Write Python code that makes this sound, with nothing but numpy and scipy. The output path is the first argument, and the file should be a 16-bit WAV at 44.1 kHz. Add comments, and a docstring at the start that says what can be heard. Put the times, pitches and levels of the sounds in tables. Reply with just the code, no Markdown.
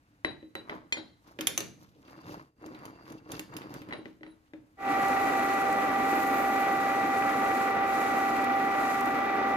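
"""A steel bar is knocked into a lathe chuck, in a quiet workshop: noise bursts and decaying sines per blow.
The key is picked up, dropped into its socket and turned; random grains grind the jaws shut and the bed booms.
Then the lathe is heard running: sine mesh whine over grainy gearbox roar, cutting hiss, a few chips snapping.
Two microphone ports hear it in stereo; sources have levels and sides, with no distance modelled."""
import sys
import numpy as np
from scipy import signal
from scipy.fft import rfft, irfft, next_fast_len
from scipy.io import wavfile

SR = 44100
rng = np.random.default_rng(int(sys.argv[2]) if len(sys.argv) > 2 else 0)


def generate_wav(signal):
    """Clip the signal to [-1, 1] and save it as 16-bit WAV at the path in sys.argv[1]."""
    frames = np.transpose(np.atleast_2d(signal))
    scaled = np.clip(frames, -1, 1) * 32767
    pcm = np.round(scaled).astype(np.int16)
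    wavfile.write(sys.argv[1], SR, pcm)


N = 421596
HALF = N // 2 + SR // 20  # samples; the clamping fills the early half, the running lathe the late one
SIZE = next_fast_len(N // 2 + SR // 10)
HZ = np.arange(SIZE // 2 + 1) * SR / SIZE + 1e-3
TIME = np.arange(N) / SR
CRACK, KNOCK, THUD, RING = 1, 2, 3, 4  # columns of the blow tables


def from_db(db):
    """dB to gain."""
    return 10 ** (np.asarray(db) / 20)


def rms_one(x):
    """Scale to rms 1."""
    return x / np.sqrt(np.mean(x ** 2) + 1e-20)


def in_time(rows):
    """Each column as a curve over the samples."""
    s, *columns = np.transpose(rows)
    return [np.interp(TIME, s, c) for c in columns]


def at_hz(points, hz, column=1):
    """Read a table on a log-frequency axis."""
    return np.interp(np.log(hz), np.log(np.array(points)[:, 0]), np.array(points)[:, column])


def drift(rate):
    """Slow random wandering of spread 1, about rate turns a second."""
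    r = np.exp(-80 * np.pi * rate / SR)
    noise = rng.standard_normal(N // 40 + 2002)
    slow = signal.lfilter([1], [1, -2 * r, r * r], noise)[2000:]
    return np.interp(np.arange(N) / 40, np.arange(len(slow)), rms_one(slow))


def panned(db):
    """Left and right gains for a level difference."""
    return from_db(np.multiply.outer([.5, -.5], db))


def early(x):
    """Place a half-length sound at the start."""
    return np.pad(x, [(0, 0), (0, N - HALF)])


def late(x):
    """Place a half-length sound at the end."""
    return np.pad(x, [(0, 0), (N - HALF, 0)])


def grains(per_s, spread_db):
    """Random clicks of uneven size; dense ones merge into noise."""
    size_db = spread_db * np.minimum(rng.exponential(1, (2, SIZE)), 5)
    sizes = from_db(size_db) * rng.standard_normal((2, SIZE))
    return sizes * (rng.random((2, SIZE)) < per_s / SR)


def coloured(pair, spectrum, peaks, stereo, flicker_db):
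    """Two streams become half-length stereo noise with colour, resonances and flicker; rms 1."""
    likeness, left_right, left_lead_s = stereo
    common, own = rfft(pair)
    alike = np.clip(at_hz(likeness, HZ), 0, 1)
    side_sign = np.array([[1], [-1]])
    turn = np.exp(1j * np.pi * HZ * left_lead_s * side_sign)
    sides = (np.sqrt(1 + alike) * common + np.sqrt(1 - alike) * own * side_sign) * turn
    bumps = sum(db / (1 + (2 * (HZ - hz) / width) ** 2) for hz, width, db in peaks)
    sides *= from_db(at_hz(spectrum, HZ) + bumps) * panned(at_hz(left_right, HZ))
    out, together = 0, drift(2.7)
    for centre in 40 * 4. ** np.arange(5):  # bands two octaves apart flicker separately
        octaves_off = abs(np.log(np.clip(HZ, 40, 10240) / centre) / np.log(4))
        share = np.clip(1 - octaves_off, 0, 1)
        flicker = from_db(flicker_db * (0.2 * together + drift(25))[:HALF])
        out = out + irfft(sides * share, SIZE)[:, :HALF] * flicker
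    return rms_one(out)


def ring(clicks, modes, scatter_db):
    """Clicks set decaying sines going; every blow meets each mode with a new strength."""
    out, at = 0, np.flatnonzero(clicks[0])
    for hz, db, t60 in modes:
        r, w = from_db(-60 / (min(t60, .6) * SR)), 2 * np.pi * hz / SR
        push = clicks[:, :HALF] + 1e-18
        strength = from_db(db + scatter_db * rng.standard_normal(len(at)))
        push[:, at] *= strength * rng.choice([-1, 1], len(at))
        out = out + signal.lfilter([0, np.sin(w)], [1, -2 * r * np.cos(w), r * r], push)
    return out


def blows(rows, column, pan=True):
    """A stereo click train with the strengths of one column."""
    rows, out = np.array(rows), np.zeros((2, N))
    at = np.round(rows[:, 0] * SR).astype(int)
    out[:, at] = from_db(rows[:, column]) * panned(rows[:, -1] * pan)
    return out


def chatter(clicks, after_s, drop_db):
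    """Loose steel bounces: each blow gets four contacts at uneven moments, 3 to 4 times drop_db weaker."""
    at, out = np.flatnonzero(clicks[0]), clicks.copy()
    chance = rng.random((len(at), 4, 2))
    for k in range(4):
        bounce = at + 40 + (chance[:, k, 0] * after_s * SR).astype(int)
        out[:, bounce] = clicks[:, at] * from_db(-drop_db * (3.0 + chance[:, k, 1]))
    return out


def fading(clicks, t60):
    """Envelope that jumps at each click and dies away."""
    return signal.lfilter([1], [1, -from_db(-60 / (t60 * SR))], abs(clicks[:, :HALF]) + 1e-18)


def fresh_noise(low_hz, high_hz, shared):
    """Stereo band noise, partly common to both sides; rms 1."""
    noise = rng.standard_normal((3, HALF))
    band = signal.butter(3, [low_hz, min(high_hz, 20000)], "band", fs=SR, output="sos")
    return rms_one(signal.sosfilt(band, noise[:2] + shared * noise[2]))


# quiet workshop colour, relative: pitch_hz, level_db
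SHOP = [(15, -41), (25, -8), (97, 1.5), (223, -8), (293, 1.5), (354, -13.5), (1560, -17), (2910, -25),
        (3160, -28.5), (3620, -27), (16000, -37.5)]
SHOP_DB = -65
# shop and chuck work at the two microphone ports: (pitch_hz, likeness), (pitch_hz, left_right_db), left_lead_s
WORK_STEREO = ([(60, 0.99), (640, 1), (1410, 0.72), (3100, 0.32), (6820, 0.34), (15000, 0.05)], [(60, 1.0),
               (380, -1.0), (2380, 2.0), (8120, -1.0), (15000, 0.0)], .0003)


def quiet_shop():
    """Faint noise of the room behind the clamping."""
    noise = rng.standard_normal((2, SIZE))
    return early(from_db(SHOP_DB) * coloured(noise, SHOP, [], WORK_STEREO, flicker_db=1.5))


def contact_noise(bar, key):
    """Steel on steel: a bright crack of a few milliseconds and a longer dull knock, both fading noise."""
    sharp = blows(bar, CRACK) + chatter(blows(key, CRACK), .015, drop_db=15.0)
    cracks = 0.1 * fading(sharp, 0.0051) * fresh_noise(2200, 19000, shared=0.52)
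    dull = fading(blows(bar + key, KNOCK), 0.034) * fresh_noise(610, 3200, shared=0.23)
    return cracks + 1.7 * dull


# steel and shop walls washing on after a knock: pitch_hz, after_loose_steel_db, after_seated_key_db, t60_s
WASH = [(171, -16.5, -12, 0.82), (375, 2.5, -4, 0.29), (740, 3, -6, 0.24), (1840, -0.5, 0, 0.23),
        (3330, -10, -7, 0.25), (6750, -33, -21.5, 0.21), (13200, -55, -10, .12)]


def wash(loose_hits, seated_hits):
    """Each knock leaves noise in bands that die at their own rates."""
    loose, seated = blows(loose_hits, KNOCK)[:, :HALF], blows(seated_hits, KNOCK)[:, :HALF]
    out = 0
    for hz, loose_db, seated_db, t60 in WASH:
        struck = from_db(loose_db) * loose + from_db(seated_db) * seated
        out = out + 0.4 * fading(struck, t60) * fresh_noise(hz / 1.6, hz * 1.37, shared=0.68)
    return out


# short knock of the jaw: pitch_hz, level_db, t60_s
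JAW = [(1560, 3.5, 0.015), (1100, -10, 0.027), (2000, 20, 0.014), (723, -5.5, 0.057)]


def jaw_knock(bar):
    """The bar's rough skin blunts the contact, so the jaw's short modes are low-passed."""
    blunt = signal.butter(2, 2600, fs=SR, output="sos")
    return signal.sosfilt(blunt, ring(blows(bar, KNOCK), JAW, scatter_db=2.5))


# modes of the cast bed: pitch_hz, level_db, t60_s
BED = [(313.1, -3, 0.23), (323, 3, 0.1), (270, -6, 0.039), (188, -13.5, 0.069), (141, -14.5, 0.13),
       (438, -5.5, .06), (567, -4, 0.093)]


def bed_thud(hits):
    """Blows ring the bed's low modes; a band-pass softens them, as a soft contact has no click."""
    contacts = chatter(blows(hits, THUD, pan=False), 0.01397, drop_db=3.5)
    soft = signal.butter(2, [150, 620], "band", fs=SR, output="sos")
    return 0.88 * signal.sosfilt(soft, ring(contacts, BED, scatter_db=0.5))


# modes of the bar: pitch_hz, level_db, t60_s
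BAR = [(3941, -3, .24), (3962, -10, .18), (9744, -19, .07), (12770, -32, .1), (3268, -27, .25),
       (4743, -30, .2)]
# modes of the key ringing freely off the tray: pitch_hz, level_db, t60_s
KEY_FREE = [(2056, 4, .38), (2085, -3, 0.2), (2433, 8, .08), (2300, -2, .06), (3198, 6, 0.036),
            (3644, -4, 0.03), (4134, 1, .05), (4420, -9, .06), (4861, -4, .05), (5631, -14, .05),
            (6912, -4, .07), (7150, -5, .06), (8888, -19, 0.06)]


def held_steel(bar, lift):
    """Hand-held bar and free key ring as decaying sines; a loose grip makes them flutter."""
    grip = from_db(3.5 * drift(45))[:HALF]
    bar_ring = ring(blows(bar, RING), BAR, scatter_db=1.2)
    key_ring = ring(chatter(blows(lift, RING), .012, drop_db=4), KEY_FREE, scatter_db=1.2)
    return 1.27 * grip * (bar_ring + key_ring)


# broad resonances of the key, damped by its socket: pitch_hz, level_db, t60_s
KEY_SEATED = [(2700, 1, 0.037), (3163, -15, 0.043), (3600, -0.5, .03), (4750, 0.5, 0.013), (6240, 0, .025),
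              (6900, 0.5, .035), (8500, -9.5, 0.016), (11130, -1, 0.034), (13240, -2, 0.044)]


def seated_key(hits):
    """The socket damps the key: each short mode is part fading noise, part decaying sine."""
    rattle = chatter(blows(hits, RING), .012, drop_db=16.0)
    out = from_db(-3.5) * ring(rattle, KEY_SEATED, scatter_db=5.5)
    for hz, db, t60 in KEY_SEATED:
        noise = fresh_noise(hz / 1.2, hz * 1.125, shared=0.83)
        out = out + from_db(db) * fading(rattle, t60) * noise
    return out


# Blow strengths before each layer's own gain, in three tables with the same columns:
# start_s, crack_db, dull_knock_db, bed_thud_db, ring_db, left_right_db
# bar against the jaws
BAR_HITS = [(0.2474, -49, -35, -33, -32.5, 3.5), (0.4274, -80, -66, -45.5, -80, 0),
            (0.5529, -16, -42, -42, -46.5, -2.5), (0.5642, -55, -69, -45, -73, -1),
            (0.6959, -61, -42, -42, -53, 0), (0.7196, -70, -56, -41, -70, 3),
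            (0.9739, -45, -56.5, -43.5, -47.5, 9), (3.9086, -68, -54, -54.5, -72, 7),
            (3.925, -62, -44, -49, -46, -3), (3.934, -70, -46, -63, -62, 5),
            (3.9885, -64, -77, -40.5, -66, 3), (4.0564, -66, -52.5, -41.5, -84, 5),
            (4.209, -80.5, -71, -46.5, -74, 1), (4.2323, -76, -52.5, -49, -77, -1),
            (4.2644, -74, -59.5, -46.5, -77, -2), (4.5351, -70, -56, -42, -90, 4)]
# key lifted off the tray, still ringing freely
KEY_LIFT = [(0.924, -32, -43, -68, -34, -0.5), (0.9692, -38, -45, -37, -55.5, -1.5)]
# key knocking in its socket
KEY_HITS = [(1.3884, -44, -39, -32.5, -68, 0), (1.4091, -18, -39.5, -60, -40.5, 0),
            (1.4703, -11, -32.5, -61, -26, -4), (1.5768, -4, -35.5, -38, -30.5, 0),
            (1.6047, -21, -43, -38.5, -40, 0.5), (2.05, -67, -69, -60.5, -84, -1),
            (2.0792, -65, -57, -56, -79, 0), (2.178, -56, -63, -48, -82, 1),
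            (2.624, -61, -77.5, -50, -74, 7), (2.6617, -41, -58, -43, -58, 0),
            (2.7482, -68, -51.5, -51, -81, -3), (2.7893, -54, -62, -61, -70, -1),
            (2.854, -41, -55, -48, -53.5, -2), (3.0548, -63, -60.5, -57, -83, 0),
            (3.101, -40, -62, -44, -62, 0.5), (3.1217, -40, -61, -49, -60, 0),
            (3.2905, -40, -64, -43, -70, 1), (3.3184, -22, -47, -48, -45, -1),
            (3.3941, -34, -45.5, -45, -42.5, 0), (3.5381, -50, -56, -53, -66, -5),
            (3.5666, -32, -47, -66, -44.5, -2), (3.617, -50, -48.5, -52, -71, 0),
            (3.7405, -19, -52, -40, -58, -6), (3.8176, -55, -50, -47, -66, 1),
            (3.888, -61, -52, -41, -75, -4)]
LEFT_LEAD = 9  # samples


def knocks():
    """Each blow sums bright crack, dull knock washing on, bed thud and ringing steel."""
    key = KEY_LIFT + KEY_HITS
    out = contact_noise(BAR_HITS, key) + wash(BAR_HITS + KEY_LIFT, KEY_HITS)
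    out = out + jaw_knock(BAR_HITS) + seated_key(KEY_HITS)
    out = out + bed_thud(BAR_HITS + key) + held_steel(BAR_HITS, KEY_LIFT)
    return early([out[0], np.roll(out[1], LEFT_LEAD)])


def dying_noise(table, rise_s):
    """Half a second of stereo noise whose bands die at their own rates."""
    t, tail = np.arange(SR // 2) / SR, 0
    for hz, db, t60 in table:
        band = signal.butter(2, [hz / 1.87, min(hz * 1.92, 20000)], "band", fs=SR, output="sos")
        noise = rng.standard_normal((3, len(t)))
        sides = signal.sosfilt(band, noise[:2] + 1.03 * noise[2])
        tail = tail + from_db(db - 60 * t / t60) * rms_one(sides)
    return tail * np.minimum(t / rise_s, 1)


# echo of the workshop, relative: pitch_hz, level_db, t60_s
ECHO = [(100, -12.5, 0.5), (282, -10.5, 0.38), (1000, -6.5, 0.34), (3010, -4.5, 0.41), (7000, -2, 0.32),
        (14000, -10, 0.16)]
ECHO_DB = -39.5  # gain on the convolved tail


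def shop_echo(x):
    """Dense reflections off machine and walls: the blows convolved with dying noise."""
    tail = dying_noise(ECHO, rise_s=0.0086)
    return from_db(ECHO_DB) * signal.oaconvolve(x.mean(axis=0)[None], tail, axes=1)[:, :N]


# bar shoved along a jaw, key slid to the socket, then pulled round stroke by stroke:
# start_s, hold_s, bed_rumble_db, scroll_grind_db, dry_scrape_db
STROKES = [(0.71, 0.031, -49, -44, -81), (1.283, 0.033, -60, -60, -67.5), (1.39, 0.26, -54.5, -71, -73),
           (1.807, 0.038, -60.5, -65.5, -68.5), (1.97, 0.047, -59.5, -77.5, -75),
           (2.07, 0.14, -55, -56, -72), (2.282, 0.062, -45.5, -48.5, -59), (2.37, 0.029, -51, -57.5, -69.5),
           (2.64, 0.12, -48.5, -53, -75), (2.838, 0.019, -47, -47, -68), (2.974, .05, -55.5, -55, -86),
           (3.087, 0.032, -47, -51, -64), (3.314, 0.031, -41.5, -46, -57.5), (3.53, 0.11, -46, -48.5, -77),
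           (3.716, .05, -43, -48, -63), (3.89, 0.035, -49.5, -51, -83), (4.055, .015, -61, -69, -71)]
# relative colour of bed rumble: pitch_hz, level_db
RUMBLE = [(15, -52.5), (25, -17), (75, -13.5), (128, 1), (244, -4.5), (301, 6), (372, -5.5), (452, -4),
          (900, -19), (1170, -40.5), (1980, -120)]
# relative colour of scroll grind: pitch_hz, level_db
GRIND = [(240, -29.5), (400, -4), (686, 0.5), (1070, 6), (2330, -8), (2690, -29), (3000, -32.5),
         (4000, -22), (5200, -32.5), (8800, -120)]
# relative colour of dry scrape: pitch_hz, level_db
SCRAPE = [(1470, -26.5), (2500, -1.5), (5270, -3), (6300, -5.5), (8020, -16.5), (9890, -20.5), (10900, -9),
          (12400, -9.5), (14900, -18.5), (16000, -23)]
# rubbed modes of the scroll: pitch_hz, width_hz, boost_db
SCROLL = [(2745, 60, 3)]
# squeaking modes: pitch_hz, width_hz, level_db
SQUEAK = [(4680, 51, -1), (2720, 37, -2)]
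RISE_DB_PER_S, FALL_DB_PER_S = 213, 124  # each stroke swells and slackens, times the layer's swing
RUMBLE_SWING, GRIND_SWING, SCRAPE_SWING = 0.97, 1.3, 1.5  # brighter layers follow the stroke more steeply
SQUEAK_UNDER_DB, SQUEAK_FROM_S, SQUEAK_TO_S = 23, 2.06, 3.9  # below the grind, while the scroll carries load


def clamping():
    """Stick-slip of scroll and jaws: uneven grains into bed, scroll and the rubbing faces."""
    s, hold, rumble_db, grind_db, scrape_db = np.transpose(STROKES)[:, :, None]
    t = TIME[:HALF:32]
    slack_db = RISE_DB_PER_S * np.maximum(s - t, 0) + FALL_DB_PER_S * np.maximum(t - s - hold, 0)

    def level(db, swing):
        """Sum the power of all strokes into one gain curve."""
        power = np.sum(from_db(db - swing * slack_db) ** 2, axis=0)
        return np.interp(TIME, t, np.sqrt(power))

    rumble = early(coloured(grains(900, 1.7), RUMBLE, [(333, 7.6, 2.9)], WORK_STEREO, flicker_db=-2.5))
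    grind = early(coloured(grains(1200, 3.2), GRIND, SCROLL, WORK_STEREO, flicker_db=1.8))
    scrape = early(coloured(grains(5000, 3.6), SCRAPE, SCROLL, WORK_STEREO, flicker_db=3.5))
    squeak = 0
    for hz, width, db in SQUEAK:
        tone = signal.lfilter(*signal.iirpeak(hz, hz / width, fs=SR), scrape)
        squeak = squeak + from_db(db) * rms_one(tone)
    loaded = (TIME > SQUEAK_FROM_S) & (TIME < SQUEAK_TO_S)
    # grinding drags a little scrape along
    grinding = level(grind_db, GRIND_SWING) * (grind + from_db(-26.5) * scrape)
    squeaking = loaded * from_db(3.5 * drift(20)) * level(grind_db - SQUEAK_UNDER_DB, 1) * squeak
    scraping = level(scrape_db, SCRAPE_SWING) * scrape
    return level(rumble_db, RUMBLE_SWING) * rumble + grinding + scraping + squeaking


# single short notes of the key: start_s, pitch_hz, strike_db
PINGS = [(1.4088, 3150, -29), (1.4712, 3300, -22), (1.5772, 6000, -27), (2.243, 3660, -57),
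         (2.747, 4000, -53)]
PING_T60_S = .03


def key_pings():
    """Each ping is one decaying sine."""
    out = 0
    for s, hz, db in PINGS:
        out = out + ring(blows([(s, db, 0)], 1), [(hz, 0, PING_T60_S)], scatter_db=-2)
    return early(out)


# fingers sliding along the bar: middle_s, half_length_s, level_db
RUBS = [(3.97, .03, -67), (4.3, 0.043, -71.5)]


def singing_bar():
    """Sliding fingers make the bar sing: rubbing noise through two of its modes, swelling and fading."""
    t, rub = TIME[:HALF], rng.standard_normal(HALF)
    touch = sum(from_db(db) * np.exp(-((t - s) / half) ** 2) for s, half, db in RUBS)
    sung = 0
    for hz, db in [(BAR[0][0], 0), (BAR[2][0], -5)]:
        tone = signal.lfilter(*signal.iirpeak(hz, hz / 40, fs=SR), rub)
        sung = sung + from_db(db) * rms_one(tone)
    return early(np.tile(touch * sung, (2, 1)))


# gear mesh: order, level_db, left_right_db, right_lead_rad, wobble_depth, flutter_db, phase_jitter_rad
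MESH = [(1, -23.5, 28.5, 0.059, 0.091, 0.5, 0.48), (2, 1.5, -4, 0.56, 0.016, -0.65, 0.49),
        (3, -6, -2.5, 0.72, 0.13, -0.5, 0.96), (5, -9.5, 8.5, 1, 0.4, 0, 0.47),
        (6, -23.5, -7, 0.93, 0.18, 2, 1.75)]
SHAFT_HZ, SECOND_HZ = 18, 784.6  # shaft turns; second mesh order


def whine(second_hz):
    """Tooth mesh orders; an off-centre shaft wobbles them once a turn, worn teeth blur them."""
    mesh = np.pi * np.cumsum(second_hz * (1 + 0.0012 * drift(7.7)[:HALF])) / SR
    shaft = 2 * np.pi * SHAFT_HZ * TIME[:HALF]
    out = 0
    for order, db, pan_db, lead, wobble, flutter_db, jitter in MESH:
        turn = shaft + rng.uniform(0, 2 * np.pi)
        level = from_db(db + flutter_db * drift(5.6)[:HALF]) * (1 + wobble * np.sin(turn))
        phase = order * mesh + rng.uniform(0, 2 * np.pi) + jitter * drift(8.4)[:HALF]
        # load and speed swing together, which favours the lower sideband
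        phase = phase + 2.0 * wobble * np.cos(turn)
        out = out + level * panned(pan_db)[:, None] * np.sin(phase + [[0], [lead]])
    return late(np.sqrt(2) * out)


# running lathe at the two microphone ports: (pitch_hz, likeness), (pitch_hz, left_right_db), left_lead_s
RUN_STEREO = ([(60, 1.1), (290, 0.96), (640, 0.63), (1410, 0.09), (3100, 0.53), (6820, 0.05), (15000, 0)],
              [(60, -4.5), (110, 3.5), (380, 0), (700, 3), (1290, -1), (2380, 0.5), (4400, -2),
              (8120, -0.5), (15000, -2.5)], -0.000073)
# relative colour of gearbox roar: pitch_hz, level_db
ROAR = [(15, -72), (25, -31.5), (154, -21), (280, -12), (650, -10.5), (777, -5), (868, -12), (1080, -16),
        (1160, -12.5), (1650, -19), (1970, -16), (2110, -17.5), (2350, -17), (3000, -29), (5000, -39),
        (6500, -43), (11000, -120)]
# casing resonances: pitch_hz, width_hz, boost_db
CASING = [(270, 98, 8.5), (795, 260, -2.5), (1392, 245, 7.5), (2150, 100, -1.5), (3730, 150, 3)]


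def gearbox_roar():
    """Dense uneven grains ring the casing; rms 1."""
    return late(coloured(grains(20000, 2.46), ROAR, CASING, RUN_STEREO, flicker_db=0.94))


# the cut over time: start_s, hiss_db, sizzle_db
CUT = [(4.9, -49.5, -56), (5.1, -46, -50), (5.7, -47.5, -56), (5.91, -50.5, -56), (6.1, -46, -49),
       (6.35, -46.5, -44), (6.85, -48.5, -54), (7.65, -47.5, -53.5), (7.81, -57, -60), (7.94, -46, -52.5),
       (8.4, -48, -55), (8.5, -56, -58), (8.92, -46, -54), (9.04, -51.5, -55), (9.3, -58, -59),
       (9.56, -56, -59)]
# relative colour of cutting hiss: pitch_hz, level_db
HISS = [(2060, -20), (3500, -13.5), (3980, -1), (5490, -8.5), (7120, -4), (8620, -10), (9340, -11),
        (10400, -7.5), (11500, -2), (13400, -6), (14800, -6), (15300, -10)]
# tool and chip resonances: pitch_hz, width_hz, boost_db
TOOL = [(5930, 240, 7), (7030, 120, 5.5), (8100, 79, 2.9), (8400, 100, 5.5), (9070, 120, 7),
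        (9540, 120, 8.5), (11760, 430, 2), (14600, 530, 8)]


def cutting_hiss():
    """Dense grains through the tool's resonances; the finer sizzle above 12.3 kHz has its own level."""
    hiss_db, sizzle_db = in_time(CUT)
    cut = late(coloured(grains(25000, 1.2), HISS, TOOL, RUN_STEREO, flicker_db=1.4))
    sizzle = signal.sosfiltfilt(signal.butter(3, 12300, "high", fs=SR, output="sos"), cut)
    return from_db(hiss_db) * (cut - sizzle) + from_db(sizzle_db) * sizzle


# chips snapping: start_s, strike_db, left_right_db
CHIPS = [(5.083, -30, 5), (5.7275, -29, -4), (6.2319, -31, -2.0), (6.3132, -36, -0.5), (6.3417, -35, 0.0),
         (6.5632, -35, -1.0), (8.4429, -28.5, -5), (9.008, -26.5, -4), (9.0575, -32, -5)]


def snapping_chips():
    """Each chip is a short decaying burst of bright noise."""
    t = np.arange(SR // 20) / SR
    burst = rng.standard_normal((2, len(t))) * from_db(-60 * t / 0.021)
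    kernel = 0.23 * burst[:1] + .5 * burst  # partly common to both sides
    snaps = signal.oaconvolve(blows(CHIPS, 1), kernel, axes=1)[:, :N]
    return 0.67 * signal.sosfilt(signal.butter(2, 5500, "high", fs=SR, output="sos"), snaps)


START_S, FADE_IN_S = 4.767, 0.14
WHINE_DB, ROAR_DB = -30.5, -29.5  # at START_S
WHINE_SAG_DB_PER_S, ROAR_SAG_DB_PER_S = 0.16, 0.2


def lathe():
    """Whine, roar and cutting hiss fade in at full speed; chips snap on top."""
    since = TIME - START_S
    gears = from_db(WHINE_DB - WHINE_SAG_DB_PER_S * since) * whine(SECOND_HZ)
    roar = from_db(ROAR_DB - ROAR_SAG_DB_PER_S * since) * gearbox_roar()
    fade = np.clip(since / FADE_IN_S, 0, 1) ** 1.37
    return fade * (gears + roar + cutting_hiss()) + snapping_chips()


DIP_S, DIP_HALF_S, DIP_DB = 2.535, .045, -10  # the level dips briefly


def scene():
    """Clamping, then turning, in a quiet workshop."""
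    shop = quiet_shop()
    hits = knocks()
    work = hits + shop_echo(hits) + clamping() + key_pings() + singing_bar()
    dip = from_db(DIP_DB * np.exp(-((TIME - DIP_S) / DIP_HALF_S) ** 4))
    return dip * (shop + work) + lathe()


CUTOFF_HZ = 15850


def record(dry):
    """The top is cut, with a steep shoulder under it."""
    shoulder = signal.sosfilt(signal.ellip(8, .5, 25, 15450, fs=SR, output="sos"), dry)
    return signal.sosfilt(signal.ellip(12, .3, 70, CUTOFF_HZ, fs=SR, output="sos"), shoulder)


dry = scene()
out = record(dry)
generate_wav(out)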